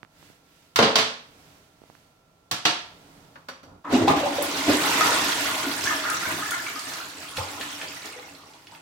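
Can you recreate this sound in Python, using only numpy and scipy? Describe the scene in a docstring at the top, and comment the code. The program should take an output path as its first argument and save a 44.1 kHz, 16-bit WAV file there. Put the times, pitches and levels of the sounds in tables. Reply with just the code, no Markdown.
"""A small tiled bathroom, microphone hand-held by the toilet. Over faint room air a sleeve rustles and
fingers tick on the case. The plastic lid drops shut and bounces, lid and seat clack as they are lifted,
and the button clicks; the bare walls ring after each knock. The valve opens, air gulps through it and
the cistern empties, churning in the trap and rushing round the china bowl. The microphone swings over
the bowl, where spray and single drops are plainer, and the gurgling water thins to a trickle."""
import sys
import numpy as np
from scipy import signal
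from scipy.fft import rfft, irfft, next_fast_len
from scipy.io import wavfile

SR = 44100
rng = np.random.default_rng(int(sys.argv[2]) if len(sys.argv) > 2 else 0)


def dump_mix(stems):
    """Bounce the given channels to the path in sys.argv[1] as a 16-bit WAV at rate SR."""
    frames = np.atleast_2d(stems).T  # one column per channel
    limited = np.clip(frames, -1, 1)  # hard clip at full scale
    pcm = np.round(limited * 32767).astype(np.int16)
    wavfile.write(sys.argv[1], SR, pcm)


N = 388521
TIME = np.arange(N) / SR
EDGES_HZ = np.geomspace(25, 17000, 27)
CENTRES_HZ = np.sqrt(EDGES_HZ[1:] * EDGES_HZ[:-1])

# Table levels are relative: each source sets its own gain.
# the five registers (rumble, body, splash, hiss, spray): low_hz, high_hz
REGISTERS_HZ = [(50, 200), (200, 800), (800, 2200), (2200, 7000), (7000, 16000)]
# colour of the microphone's two ports: frequency_hz, left_over_right_db
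PORT_BALANCE = [(60, -0.5), (99, 1.5), (160, -2.5), (270, -0.5), (450, 0.5), (740, 0.5), (1220, 1),
                (2010, -1.5), (3330, -3), (5500, -8.5), (9080, 3), (15000, 3.5)]
# diffuse sound at the two ports: frequency_hz, correlation (clipped to 1 in use)
PORT_LIKENESS = [(25, 1.3), (60, 0.7), (140, 1.8), (290, 0.86), (640, .5), (1300, -0.12), (7000, -0.09),
                 (15000, -0.12)]
# ring of the tiled walls: frequency_hz, t60_s
ROOM_DECAY = [(80, 0.18), (250, 0.41), (500, 0.43), (1000, 0.5), (3500, 0.47), (8000, 0.39), (15000, 0.15)]
# spectrum of the room's air: frequency_hz, density_db
AIR_SPECTRUM = [(15, -38), (25, -7.5), (141, -1.5), (285, -6.5), (427, -7), (1070, -7.5), (1330, -11),
                (1440, -28), (3620, -31), (12500, -40), (16000, -41)]
# rubs of sleeve and hand: centre_s, half_length_s, dull_db, bright_db
SLEEVE_RUSTLES = [(0.26, 0.083, -58.5, -56), (0.592, 0.13, -70, -61), (1.461, 0.18, -56.5, -57.5),
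                  (1.94, 0.13, -63, -61.5), (3.11, 0.23, -53.5, -58), (3.715, 0.056, -49.5, -73.5)]
# the hand on the microphone's case: start_s, level_db, brightness_hz
CASE_TICKS = [(0.0312, -32.5, 2070), (0.049, -42, 2150), (0.228, -43.5, 1410), (0.301, -48, 300),
              (1.818, -45, 584), (1.838, -43, 855), (1.9, -40, 1070), (1.952, -43, 2000)]

# the lid drops and bounces: start_s, crack_db, rumble_db, body_db, splash_db, hiss_db, spray_db
LID_BLOWS = [(0.759, -2.5, -38.5, -46, -19.5, -23, -27.5), (0.788, -6.5, -26.5, -16, -14.5, -20.5, -35.5),
             (0.825, -9, -27.5, -16, -17.5, -16, -39.5), (0.956, -1, -39.5, -26, -18.5, -15, -29),
             (0.986, -11, -35, -30.5, -22.5, -20, -32.5)]
# lid and seat are lifted: same columns
SEAT_BLOWS = [(2.512, -12, -37, -37.5, -28.5, -25.5, -30), (2.652, -7, -38.5, -26, -19, -15.5, -31)]
# the button is touched and pressed: same columns
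BUTTON_BLOWS = [(3.356, -30.5, -66, -61, -49.5, -64, -90), (3.485, -20, -61, -48, -40.5, -47.5, -54),
                (3.631, -40, -60, -54, -57, -61.5, -64)]
# modes of the plastic lid: pitch_hz, level_db, t60_s
LID_MODES = [(214, -4, .3), (241.5, -1, .5), (437, -3, .38), (464, .5, .62), (543, -7, .62), (592, -8, .41),
             (660, -3.5, .4), (682, -1, .25), (925, -5, .3), (1034, -6.5, .3), (1095, 0, .26),
             (1406, -3.5, .38), (2071, -11, .28), (2870, -11, .25), (3100, -8, .33), (3499, -8, .32),
             (3768, -8, .26), (4110, -9.5, .26), (4864, -4.5, .3)]
# modes of the seat: same columns
SEAT_MODES = [(129.7, 2, .32), (308, 2, .28), (325, -.5, .3), (504, -11, .4), (718, -5, .47),
              (897, -7, .48), (1120, -3, .25), (1360, -8, .45), (1690, -9, .35), (2490, -12.5, .36),
              (2872, -8, .36), (3345, -9.5, .34)]
# modes of the button: same columns
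BUTTON_MODES = [(257, 4.5, .28), (536, -1, .37), (1222, -7, .18), (1390, 0, .13), (1480, 0, .12),
                (1690, -2, .14), (4377, -4, .25), (4554, -4, .3), (4657, -4, .35), (5560, -6, .28),
                (5850, -3, .33)]

# resonances of bowl and room: centre_hz, width_hz, lift_db
BOWL_RESONANCES = [(91, 13, 4.5), (160.5, 8.8, 8.5), (286.5, 17.7, 9.5), (403.4, 4.7, 6), (472, 8.9, 5),
                   (631, 4, 11.5), (666, 32, 2.5), (895, 16, -8), (939, 15, 4), (1110, 20, -1),
                   (1180, 16, -4), (1424, 20, 8)]
# spectrum of rushing water: frequency_hz, density_db
WATER_SPECTRUM = [(30, -41.5), (55, -25), (92, -2.5), (122, -7.5), (215, -10.5), (300, -6.5), (480, -20.5),
                  (800, -8), (1350, -14), (2100, -9.5), (4500, -18), (6500, -21.5), (10000, -27),
                  (16000, -31)]
# hiss of the flow round the bowl: time_s, level_db
BOWL_FLOW = [(4.0, -62), (4.08, -43), (4.92, -29.5), (5.08, -29.5), (5.96, -40), (6.3, -39), (7.14, -49),
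             (7.77, -46), (8.05, -50), (8.38, -59), (8.8, -66)]
# deep churning in pipe and trap, strongest while air is driven out: time_s, level_db
TRAP_CHURN = [(4.14, -24.5), (4.37, -35), (4.66, -34), (4.85, -29.5), (5.1, -28.5), (5.4, -35),
              (6.32, -41.5), (6.67, -46), (7.28, -49.5), (7.58, -43), (8.8, -61.5)]
# slugs of air shove the water along: start_s, hold_s, rumble_db, body_db, hiss_db
AIR_SURGES = [(3.927, 0.039, -46, -17, -29), (4.022, 0.0091, -34.5, -20, -36),
              (4.086, 0.02, -30, -18.5, -31), (4.166, 0.026, -42, -25, -33),
              (4.677, 0.031, -38.5, -20, -32.5), (5.838, 0.092, -46, -40, -34.5),
              (6.28, 0.12, -43, -39, -44), (6.873, 0.12, -63, -43, -42), (7.371, 0.017, -39, -46, -34.5),
              (7.601, 0.02, -58, -37, -40.5), (7.823, 0.016, -66, -41, -59),
              (8.051, 0.016, -64, -40.5, -42.5), (8.72, 0.034, -68, -56, -56.5)]
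# the loudest air pockets in pipe and bowl: start_s, level_db, pitch_hz
AIR_POCKETS = [(3.935, -7, 246.5), (3.96, -17, 257), (4.024, -11.5, 314), (4.077, -5, 801),
               (4.234, -14.5, 562), (4.261, -16.5, 792), (4.384, -15.5, 560), (4.691, -10, 288),
               (4.711, -17, 276), (5.0095, -7, 1270), (5.0831, -15, 940), (5.456, -16, 1450),
               (5.667, -20.5, 280), (5.8732, -12.5, 1710), (5.904, -19, 1200), (6.0538, -17.5, 1403),
               (6.0978, -16, 1550), (6.2544, -16, 1524), (6.5188, -14, 1400), (6.543, -21.5, 1420),
               (6.666, -19, 2250), (7.376, -28, 91), (7.381, -25, 535), (7.383, -22, 850),
               (8.162, -34.5, 485), (8.7221, -37, 904)]
# gurgling as the bowl fills and drains: centre_s, half_length_s, level_db, pitch_hz
GURGLE_SPELLS = [(5.069, .1, -26, 1120), (5.899, 0.059, -25, 1450), (6.102, .05, -28, 1503),
                 (6.419, .16, -28.5, 1508), (6.951, .12, -35, 1405), (7.5, .15, -41.5, 1050),
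                 (7.9, .25, -38, 2490), (8.2, .25, -48.5, 948)]
# the loudest slaps of water on china: start_s, level_db, centre_hz
LOUD_SLAPS = [(4.0801, -13.5, 3030), (4.4244, -16.5, 11100), (5.0086, -17, 4140), (5.8403, -18.5, 5430),
              (6.1, -20.5, 6900), (6.5081, -21.5, 8000), (6.793, -22.5, 5760), (6.9354, -26.5, 4360),
              (7.3716, -24, 2580), (7.611, -21.5, 2600), (7.814, -26, 2460), (8.0563, -29.5, 5600),
              (8.536, -42, 3440), (8.6697, -37, 2800), (8.749, -39, 2330)]

VALVE_OPENS_S, VALVE_RISE_S = 3.84, 0.0091
RIM_FULL_S, RIM_FILL_S = 4.5, 0.19   # little spray until water fills the rim
SWING_START_S, SWING_LENGTH_S = 5.1, 1   # the microphone moves from the cistern to over the bowl


def from_db(db):
    """Decibels to gain."""
    return 10 ** (np.asarray(db) / 20)


def unit_rms(x):
    """Scale to rms 1."""
    return x / np.sqrt(np.mean(x ** 2) + 1e-20)


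def decay(t, t60_s):
    """A fall of 60 dB every t60_s."""
    return from_db(-60 * t / t60_s)


def at_hz(table, hz):
    """Read a table on a log-frequency axis."""
    table_hz, values = np.transpose(table)
    return np.interp(np.log(hz), np.log(table_hz), values)


def pan(left_over_right_db):
    """Left and right gains for a level difference."""
    return from_db(np.array([[left_over_right_db], [-left_over_right_db]]) / 2)


def add(out, start_s, sound):
    """Mix a sound in at a given time."""
    i = max(0, int(start_s * SR))
    out[..., i:i + sound.shape[-1]] += sound[..., :max(0, N - i)]


def ramp(start_s, length_s):
    """A straight rise from 0 to 1."""
    return np.clip((TIME - start_s) / length_s, 0, 1)


def swell(centre_s, half_s):
    """A bell-shaped rise and fall of height 1."""
    return np.exp(-((TIME - centre_s) / half_s) ** 2 / 2)


def drift(rate_hz):
    """A random wander of rms 1."""
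    knots_s = np.arange(0, N / SR + 1, 1 / (2 * rate_hz))
    return unit_rms(np.interp(TIME, knots_s, rng.standard_normal(len(knots_s))))


def band(x, low_hz, high_hz):
    """Gentle band-pass."""
    sos = signal.butter(2, [low_hz, min(high_hz, .45 * SR)], "band", fs=SR, output="sos")
    return signal.sosfilt(sos, x + 1e-18)


def noise_bands(size):
    """Diffuse stereo noise, rms 1 in each band, alike at both ports only in the bass."""
    white, out = rng.standard_normal((2, 2, size + SR // 4)), []
    for k, hz in enumerate(CENTRES_HZ):
        mid, side = band(white[k % 2], EDGES_HZ[k], EDGES_HZ[k + 1])[:, -size:]
        alike = np.clip(at_hz(PORT_LIKENESS, hz), -1, 1)
        out.append(unit_rms(np.sqrt(1 + alike) * mid + np.sqrt(1 - alike) * side * [[1], [-1]]))
    return np.array(out)


def register_shares():
    """How much each band (row) belongs to each register (column)."""
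    middles = np.log(REGISTERS_HZ).mean(axis=1)
    return np.array([np.interp(np.log(CENTRES_HZ), middles, row) for row in np.eye(len(middles))]).T


def bathroom(x, wet_db):
    """Direct sound, then dense reflections off the tiles; a small room holds little diffuse bass."""
    t = TIME[:SR * 2 // 3]
    colour = np.sqrt(np.diff(EDGES_HZ) / (1 + (450 / CENTRES_HZ) ** 2))
    envelopes = colour[:, None] * decay(t, at_hz(ROOM_DECAY, CENTRES_HZ)[:, None])
    tail = (noise_bands(len(t)) * envelopes[:, None]).sum(axis=0) * (1 - np.exp(-t / 0.0004))
    tail = unit_rms(tail) / np.sqrt(len(t))
    return x + from_db(wet_db) * signal.fftconvolve(x[None], tail, axes=1)[:, :N]


def bowl_colour(x):
    """Bowl and room lift or dip a few narrow bands."""
    out = x
    for hz, width_hz, lift_db in BOWL_RESONANCES:
        resonance = signal.lfilter(*signal.iirpeak(hz, hz / width_hz, fs=SR), x)
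        out = out + (from_db(lift_db) - 1) * resonance
    return out


def room_tone(murmur_db=-62.5, hiss_db=-68.5, whine_db=-71.5, whine_hz=1357):
    """Faint steady air, soft rustles of sleeve and hand, and a thin whine."""
    spectrum = from_db(at_hz(AIR_SPECTRUM, CENTRES_HZ)) * np.sqrt(np.diff(EDGES_HZ))
    bands = noise_bands(N) * spectrum[:, None, None]
    dull = unit_rms(bowl_colour(bands[CENTRES_HZ < 1500].sum(axis=0)))
    bright = unit_rms(bands[CENTRES_HZ >= 1500].sum(axis=0))
    power = from_db([[murmur_db], [hiss_db]]) ** 2
    for centre_s, half_s, *levels_db in SLEEVE_RUSTLES:
        power = power + np.outer(from_db(levels_db), swell(centre_s, half_s)) ** 2
    dull_gain, bright_gain = np.sqrt(power)
    whine = from_db(whine_db) * np.sin(2 * np.pi * whine_hz * TIME)
    return (dull_gain * dull + bright_gain * bright) * pan(-2.2) + whine


def handling_ticks():
    """The hand pushes and pulls the microphone's case: dry ticks, well to the right."""
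    out, kick = np.zeros(N), signal.unit_impulse(SR // 20)
    for start_s, level_db, hz in CASE_TICKS:
        pulse = band(kick, 86, 500) + band(kick, hz / 3, hz * 0.9)
        add(out, start_s, from_db(level_db) * pulse / np.abs(pulse).max())
    return out * pan(-17.5)


def knocks(blows, modes, wash_db, ring_db, crack_db, crack_t60_s):
    """Each blow on plastic is a short crack, a wash of room sound and a ring of the object's modes."""
    out, t, shares = np.zeros((2, N)), TIME[:SR * 3 // 4], register_shares()
    band_hz = CENTRES_HZ[:, None]
    room_fade = decay(t, at_hz(ROOM_DECAY, band_hz))
    rise = 1 - np.exp(-t * band_hz / (1 + band_hz / 1500))   # lows build up more slowly
    shell_colour = from_db(at_hz([(45, -33), (85, 2), (150, 0), (370, -4.5), (1100, 0), (1900, -2.5),
                                  (4000, 2), (6300, 1.5), (8000, -5), (15000, -2)], CENTRES_HZ))
    for start_s, level_db, *registers_db in blows:
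        gains = from_db(shares @ registers_db)
        noise = noise_bands(len(t)) * ((gains * shell_colour)[:, None] * rise)[:, None]
        crack = noise.sum(axis=0) * decay(t, crack_t60_s)
        wash = (noise * room_fade[:, None]).sum(axis=0)
        blow = from_db(level_db + crack_db) * crack / np.abs(crack).max() + from_db(wash_db) * wash
        for hz, mode_db, t60_s in modes:
            # high modes differ between left and right; close modes beat
            phase = 2 * np.pi * rng.random() + rng.normal(0, min(hz / 1200, 1), (2, 1))
            beats = 1 + 0.49 * np.sin(2 * np.pi * (rng.uniform(10, 30) * t + rng.random()))
            envelope = (1 - np.exp(-t / 0.001)) * decay(t, t60_s)
            gain = np.interp(hz, CENTRES_HZ, gains) * from_db(ring_db + mode_db)
            blow += gain * envelope * beats * np.sin(2 * np.pi * hz * t + phase)
        add(out, start_s, blow)
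    return out


def valve_jet(centre_s=3.885, half_s=0.047, hz=1200, level_db=-36):
    """The first jet sings through the opening valve: a brief narrow band of noise."""
    envelope = from_db(level_db) * ramp(VALVE_OPENS_S, VALVE_RISE_S) * swell(centre_s, half_s)
    return envelope * unit_rms(band(rng.standard_normal(N), hz / 1.36, hz * 1.22))


def spatter(per_s, spread_db):
    """Drops tick on the china in eight narrow ranges of pitch, per_s in each; rms 1."""
    out = 0
    for hz in np.geomspace(3200, 13000, num=8):
        clicks = np.zeros(N)
        hits = rng.integers(0, N, int(per_s * N / SR))
        clicks[hits] = from_db(spread_db * np.minimum(rng.exponential(1, len(hits)), 4.5))
        out = out + band(clicks, hz / 1.074, hz * 1.11) / hz
    return unit_rms(out)


def puffs(rows, t60_s, spread):
    """Short bursts of noise, one for each row of start_s, level_db, centre_hz."""
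    out, t = np.zeros(N), TIME[:SR // 8]
    for start_s, level_db, hz in rows:
        puff = band(rng.standard_normal(len(t)) * decay(t, t60_s), hz / (1 + spread), hz * (1 + spread))
        add(out, start_s, from_db(level_db) * puff / np.abs(puff).max())
    return out


def water_slaps(per_s=7.7, low_hz=2500, high_hz=9200, over_flow_db=6.5):
    """Water slaps the china; once the rim is full, lesser slaps fall at random and follow the flow."""
    span_s = N / SR - RIM_FULL_S
    when, size, shortfall_db = rng.random((int(per_s * span_s), 3)).T
    starts_s = RIM_FULL_S + when * span_s
    levels_db = np.interp(starts_s, *np.transpose(BOWL_FLOW)) + over_flow_db - shortfall_db
    lesser = list(zip(starts_s, levels_db, low_hz * (high_hz / low_hz) ** size))
    return puffs(LOUD_SLAPS + lesser, t60_s=0.027, spread=0.45)


def bubble(hz, t60_s, glide):
    """A pocket of air rings and rises in pitch as it nears the surface."""
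    t = TIME[:int(t60_s * SR) + 2]
    phase = 2 * np.pi * hz * t * (1 + glide * t / t60_s / 2)
    return np.sin(phase) * decay(t, t60_s) * (1 - np.exp(-2 * hz * t))


def bubbling(per_s, low_hz, high_hz, cycles, spread_db):
    """Random bubbles, a few much louder than the rest; rms 1 from the opening of the valve."""
    out, span_s = np.zeros(N), N / SR - VALVE_OPENS_S
    for when, size, luck in rng.random((int(per_s * span_s), 3)):
        hz = low_hz * (high_hz / low_hz) ** size
        gain = from_db(-spread_db * np.log(luck + 0.058))
        add(out, VALVE_OPENS_S + when * span_s, gain * bubble(hz, cycles / hz, glide=0.16))
    return out / out[int(VALVE_OPENS_S * SR):].std()


def gurgling(per_s=100, cycles=50, pitch_ratio=1.293, spread_db=3):
    """Each spell is a crowd of ringing bubbles that gathers and thins out."""
    out = np.zeros(N)
    for centre_s, half_s, level_db, middle_hz in GURGLE_SPELLS:
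        for when, size, luck in rng.standard_normal((int(per_s * 2 * half_s), 3)):
            hz = middle_hz * pitch_ratio ** np.tanh(size)
            gain = from_db(level_db + spread_db * luck)
            add(out, centre_s + half_s * when, gain * bubble(hz, cycles / hz, glide=0.093))
    return out


def air_gulps(glide=0.14, plop_db=-14, shed_db=-7.5):
    """A big air pocket opens with a rough plop, rings, and sheds five fainter, shorter bubbles."""
    out = from_db(plop_db) * puffs(AIR_POCKETS, t60_s=0.041, spread=1)
    for start_s, level_db, hz in AIR_POCKETS:
        t60_s = 0.052 * (1000 / hz) ** 0.77   # big, low pockets ring longer
        add(out, start_s, from_db(level_db) * bubble(hz, t60_s, glide))
        for delay, size in rng.random((5, 2)):
            shed = bubble(hz * (0.737 + 0.77 * size), t60_s / 2, glide)
            add(out, start_s + .03 * delay, from_db(level_db + shed_db) * shed)
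    return out


def trap_throb(full_until_s=5.3, fade_db_per_s=3):
    """The trap throbs near 300 Hz while the cistern is full, then less and less."""
    level_db = -16.5 - fade_db_per_s * np.maximum(TIME - full_until_s, 0)
    return from_db(level_db) * bubbling(40, 263.5, 320, cycles=15, spread_db=5)


def water_levels(over_bowl, rise_db_per_s=793, fall_db_per_s=260):
    """Level in dB of the five registers: flow and churn once the valve is open, with surges on top."""
    flow_db = np.interp(TIME, *np.transpose(BOWL_FLOW))
    churn_db = np.interp(TIME, *np.transpose(TRAP_CHURN))
    churn_db -= 22 * (1 - ramp(VALVE_OPENS_S, 0.12))   # the churn starts weakly and builds up
    rumble_db = 0.64 * churn_db - 26.5   # the rumble swings less than the churn
    opening = ramp(VALVE_OPENS_S, VALVE_RISE_S)
    power = (opening * from_db([rumble_db, churn_db + 2, flow_db + 4])) ** 2
    for start_s, hold_s, *levels_db in AIR_SURGES:
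        shape_db = np.minimum((TIME - start_s) * rise_db_per_s, (start_s + hold_s - TIME) * fall_db_per_s)
        power = power + np.outer(from_db(levels_db), from_db(np.clip(shape_db, -120, 0))) ** 2
    rumble, body, hiss = 10 * np.log10(power)
    splash = hiss + 0.13 * (body - hiss) + 1   # the splash leans a little towards the churn
    dry_rim = np.clip((RIM_FULL_S - TIME) / RIM_FILL_S, 0, 1)
    spray = hiss - 5 - 4.5 * dry_rim + 2.5 * over_bowl
    return np.array([rumble, body, splash, hiss, spray])


def rush(levels_db, flicker_db=1.96, surge_db=1.2):
    """Turbulent water: each band follows its register, surging with the rest and flickering alone."""
    power = from_db(at_hz(WATER_SPECTRUM, CENTRES_HZ)) ** 2 * np.diff(EDGES_HZ)
    totals = [power[(CENTRES_HZ >= low) & (CENTRES_HZ < high)].sum() for low, high in REGISTERS_HZ]
    gains_db = levels_db - 10 * np.log10(totals)[:, None]
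    common_db, out = surge_db * drift(22), 0
    for band_power, share, noise in zip(power, register_shares(), noise_bands(N)):
        band_db = share @ gains_db + common_db + flicker_db * drift(30)
        out = out + noise * (np.sqrt(band_power) * from_db(band_db))
    return out


def flush():
    """The cistern empties: flow and churn drive rush, bubbles and spatter, with slaps and gulps on top."""
    over_bowl = ramp(SWING_START_S, SWING_LENGTH_S)
    levels_db = water_levels(over_bowl)
    body, splash, hiss, spray = from_db(levels_db[1:])
    rush_trim_db = np.array([[-5], [-6.5], [-5.5], [-1.5], [-1.5]])
    stream = rush(levels_db + rush_trim_db)
    bubbles = body * trap_throb()
    bubbles += from_db(-11.5) * body * bubbling(120, 327.4, 880, cycles=23, spread_db=2.5)
    bubbles += from_db(-8.5) * splash * bubbling(240, 898, 2275, cycles=26, spread_db=4.5)
    bubbles += from_db(-9.5) * hiss * bubbling(340, 2363, 8520, cycles=54, spread_db=2.1)
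    drops = from_db(-7.5) * spray * spatter(per_s=45, spread_db=4.6)
    pings = from_db(-8) * over_bowl * spray * bubbling(70, 4060, 10040, cycles=70, spread_db=6.1)
    gulps = from_db(-2.5) * air_gulps()
    slaps = from_db(1) * water_slaps()
    water = bowl_colour(stream + bathroom(bubbles, wet_db=0.93))
    splashes = bathroom(drops + pings + slaps, wet_db=0.31)
    return water + splashes + bathroom(gulps + gurgling() + valve_jet(), wet_db=-0.15)


def scene():
    """Lid, seat, button and flush in turn, over handling ticks and room tone."""
    lid = knocks(LID_BLOWS, LID_MODES, wash_db=-7.5, ring_db=-4, crack_db=-7, crack_t60_s=0.02)
    seat = knocks(SEAT_BLOWS, SEAT_MODES, wash_db=-7.5, ring_db=-3, crack_db=-6, crack_t60_s=0.038)
    button = knocks(BUTTON_BLOWS, BUTTON_MODES, wash_db=-4.5, ring_db=2.5, crack_db=-7, crack_t60_s=0.063)
    return lid + seat + button + flush() + handling_ticks() + room_tone()


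def record(dry):
    """The microphone's two ports differ in colour; peaks are rounded and the top is cut at 15.9 kHz."""
    size = next_fast_len(N + SR // 10)
    balance_db = at_hz(PORT_BALANCE, np.fft.rfftfreq(size, 1 / SR) + 1)
    ports = from_db(np.array([balance_db, -balance_db]) / 2)
    ports /= np.sqrt(np.mean(ports ** 2, axis=0))
    heard = irfft(rfft(dry, size) * ports, size)[:, :N]
    top_cut = signal.ellip(10, .2, 80, 15900, fs=SR, output="sos")
    return signal.sosfilt(top_cut, np.tanh(heard))


dry = scene()
out = record(dry)
dump_mix(out)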